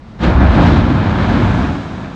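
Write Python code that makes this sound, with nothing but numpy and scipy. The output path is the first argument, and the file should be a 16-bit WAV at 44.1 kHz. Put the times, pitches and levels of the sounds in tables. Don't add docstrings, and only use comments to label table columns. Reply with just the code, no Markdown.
import sys
import numpy as np
from scipy import signal
from scipy.fft import rfft, irfft
from scipy.io import wavfile

SR = 44100
rng = np.random.default_rng(int(sys.argv[2]) if len(sys.argv) > 2 else 0)


def output_pcm(signal):
    pcm = np.clip(np.atleast_2d(signal).T, -1, 1) * 32767
    wavfile.write(sys.argv[1], SR, np.round(pcm).astype(np.int16))


N = 94815
TIME_S = np.arange(N) / SR
FREQ_HZ = np.fft.rfftfreq(N, 1 / SR)

# time in seconds, level in dB.
RUMBLE_LEVELS = [(0, -36.5), (.1, -33.5), (.2, -32.5), (2.15, -40)]
BASS_LEVELS = [(.19, -41), (.235, -30), (.29, -15), (.4, -12.5), (.55, -13), (.68, -10.5), (.79, -10.5),
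               (.86, -15.5), (1.03, -15), (1.2, -17), (1.31, -14.5), (1.37, -19.5), (1.44, -12),
               (1.56, -16.5), (1.7, -20), (1.82, -29.5), (1.95, -29), (2.15, -37.5)]
ROAR_LEVELS = [(.19, -43), (.203, -23.5), (.24, -12), (.32, -22.5), (.43, -12), (.5, -20), (.59, -8),
               (.73, -11.5), (.85, -15), (.93, -13), (1.0, -17), (1.26, -17), (1.38, -12.5), (1.5, -18),
               (1.59, -15.5), (1.76, -21), (1.83, -27), (2.06, -27), (2.15, -31.5)]
SIZZLE_LEVELS = [(.2, -77), (1.0, -63), (1.6, -49.5), (2.15, -58)]
# time in seconds, rush level in dB, hiss level in dB.
RUSH_HISS_LEVELS = [(.19, -39, -49), (.204, -31.5, -42), (.22, -24.5, -33.5), (.24, -18, -28.5),
                    (.33, -20.5, -38), (.43, -18.5, -36.5), (.5, -20, -34.5), (.59, -17, -30.5),
                    (.67, -17.5, -29), (.76, -20, -32), (.86, -22, -36), (1.0, -22, -36.5),
                    (1.15, -21.5, -35.5), (1.27, -20, -33.5), (1.45, -20.5, -34.5), (1.66, -23.5, -38),
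                    (1.83, -31, -43), (2.05, -32.5, -46.5), (2.15, -35.5, -47.5)]
# frequency in Hz, relative spectral density in dB.
RUMBLE_SPECTRUM = [(10, -39.5), (28, -5), (85, 0), (140, -4), (220, -4), (320, -15.5), (460, -17),
                   (1100, -20.5), (1500, -25.5), (2100, -28), (2600, -33.5), (3800, -34), (7000, -48),
                   (10000, -61.5), (12000, -93)]
BASS_SPECTRUM = [(8, -61.5), (24, -24), (33, -19), (42, -10), (54, -4.5), (80, -3.5), (103, -3), (125, -8),
                 (200, -26.5), (500, -84)]
ROAR_SPECTRUM = [(50, -38.5), (95, -7), (130, 0), (200, 4), (250, 3), (315, -2), (370, -8.5), (600, -32),
                 (1500, -84)]
RUSH_SPECTRUM = [(100, -45), (300, -13.5), (370, -1), (425, -3.5), (470, -1.5), (560, -2), (700, .5),
                 (1050, -3), (1350, -5.5), (1650, -5.5), (1950, -12), (2300, -13.5), (3000, -29.5),
                 (6000, -79)]
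HISS_SPECTRUM = [(800, -37.5), (1800, -6), (2600, 0), (3200, 1), (3900, -0.5), (4500, -6.5), (5500, -13.5),
                 (7000, -19.5), (8500, -30), (10000, -43), (11000, -57.5)]
SIZZLE_SPECTRUM = [(2000, -36), (4800, -0.5), (7000, -5.5), (8500, -15), (10000, -26), (11000, -41)]
# time in seconds, pitch in Hz, level in dB.
THROB_TRACK = [(0.189, 65.8, -33), (.235, 67.8, -17), (.29, 62.7, -13.5), (0.321, 60.8, -39),
               (0.357, 64, -8.5), (0.409, 70.9, -12.5), (.46, 63.4, -8.5), (.505, 62, -8),
               (0.551, 66.5, -26), (0.699, 67.8, -59)]
# centre in Hz, half-width in Hz, gain in dB.
CONDUIT_MODES = [(172, 9.4, -15.5), (326, 45, -17), (502, 70, -23.5)]
# start in seconds, centre in Hz, level in dB.
GUSHES = [(.405, 605, -17.5), (0.566, 710, -16.5), (.605, 875, -17.5), (.69, 480, -27)]


def amp(db):
    return 10 ** (np.asarray(db) / 20)


def unit_rms(x):
    return x / np.sqrt(np.mean(x ** 2) + 1e-20)


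def envelope(table, column=1):
    columns = np.transpose(table)
    return amp(np.interp(TIME_S, columns[0], columns[column], left=-120))


def coloured(x, spectrum):
    hz, db = np.transpose(spectrum)
    gain = amp(np.interp(np.log(FREQ_HZ + 1), np.log(hz + 1), db))
    return unit_rms(irfft(rfft(x) * gain, N))


def drift(rate_hz):
    gain = (FREQ_HZ > 2) / (1 + (FREQ_HZ / rate_hz) ** 4)
    return unit_rms(irfft(rfft(rng.standard_normal(N)) * gain, N))


def steady(x, span_s):
    window = np.exp(-.5 * (np.linspace(-.5, .5, SR) / span_s) ** 2)
    weight = signal.fftconvolve(np.ones(N), window, "same")
    power = signal.fftconvolve(x ** 2, window, "same") / weight
    return x / np.sqrt(abs(power) + 1e-9)


def band_noise(centre_hz, half_width_hz):
    gain = 1 / (1 + ((FREQ_HZ - centre_hz) / half_width_hz) ** 4)
    band = irfft(rfft(rng.standard_normal(N)) * gain, N)
    return steady(unit_rms(band), span_s=0.042)


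def rumble():
    churn = coloured(rng.standard_normal(N), RUMBLE_SPECTRUM)
    return envelope(RUMBLE_LEVELS) * steady(churn, span_s=0.045)


def vent_throb(waver_fraction=0.057, flutter_db=3.4):
    times_s, track_hz, _ = np.transpose(THROB_TRACK)
    pitch_hz = np.interp(TIME_S, times_s, track_hz) * (1 + waver_fraction * drift(rate_hz=23))
    tone = np.sqrt(2) * np.sin(2 * np.pi * np.cumsum(pitch_hz) / SR)
    flutter = amp(flutter_db * drift(rate_hz=36))
    return tone * envelope(THROB_TRACK, column=2) * flutter


def conduit_ring(blast_s=0.2, rise_s=0.078, t60_s=1.0):
    age_s = np.maximum(TIME_S - blast_s, 0)
    shape = np.minimum(age_s / rise_s, 1) * amp(-60 * age_s / t60_s)
    return shape * sum(amp(db) * band_noise(hz, half_width) for hz, half_width, db in CONDUIT_MODES)


def shocks(rate_per_s=900, spread_db=3.5):
    sizes = amp(spread_db * np.minimum(rng.exponential(1, N), 4))
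    return sizes * (rng.random(N) < rate_per_s / SR)


def crater_scatter(x, echoes_per_s=2000, t60_s=0.34, tail_db=-3):
    delay_s = TIME_S[:SR // 2]
    echoes = rng.standard_normal(len(delay_s)) * (rng.random(len(delay_s)) < echoes_per_s / SR)
    echoes *= amp(-60 * delay_s / t60_s)
    tail = signal.fftconvolve(x, echoes / np.linalg.norm(echoes))[:N]
    return x + amp(tail_db) * tail


def turbulence(fronts, spectrum, shock_share, span_s):
    flow = np.sqrt(1 - shock_share) * rng.standard_normal(N) + np.sqrt(shock_share) * fronts
    return steady(coloured(flow, spectrum), span_s)


def jet():
    fronts = unit_rms(crater_scatter(shocks()))
    billow = drift(rate_hz=30)
    bass = turbulence(fronts, BASS_SPECTRUM, shock_share=0.082, span_s=0.025)
    roar = turbulence(fronts, ROAR_SPECTRUM, shock_share=0.23, span_s=0.016)
    rush = turbulence(fronts, RUSH_SPECTRUM, shock_share=0.35, span_s=0.024)
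    hiss = turbulence(fronts, HISS_SPECTRUM, shock_share=0.12, span_s=0.049)
    return (bass * envelope(BASS_LEVELS)
            + roar * envelope(ROAR_LEVELS) * amp(0.44 * billow)
            + rush * envelope(RUSH_HISS_LEVELS, column=1) * amp(0.47 * billow)
            + hiss * envelope(RUSH_HISS_LEVELS, column=2) * amp(0.5 * billow))


def lava_sizzle():
    return envelope(SIZZLE_LEVELS) * coloured(rng.standard_normal(N), SIZZLE_SPECTRUM)


def gas_bark(start_s, centre_hz, level_db, rise_s=0.02, decay_after_s=0.025, t60_s=0.39):
    age_s = np.maximum(TIME_S - start_s, 0)
    attack = np.minimum(age_s / rise_s, 1)
    decay = amp(-60 * np.maximum(age_s - decay_after_s, 0) / t60_s)
    return amp(level_db) * attack * decay * band_noise(centre_hz, half_width_hz=280)


def scene():
    mix = rumble() + vent_throb() + conduit_ring() + jet() + lava_sizzle()
    mix += sum(gas_bark(*gush) for gush in GUSHES)
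    return mix[None]


def record(dry):
    cutoff_hz = 10600
    clipped = dry / (1 + dry ** 6) ** (1 / 6)
    lowpass = signal.firwin(255, cutoff_hz, window=("kaiser", 9), fs=SR)
    return signal.oaconvolve(clipped, lowpass[None], "same")


dry = scene()
out = record(dry)
output_pcm(out)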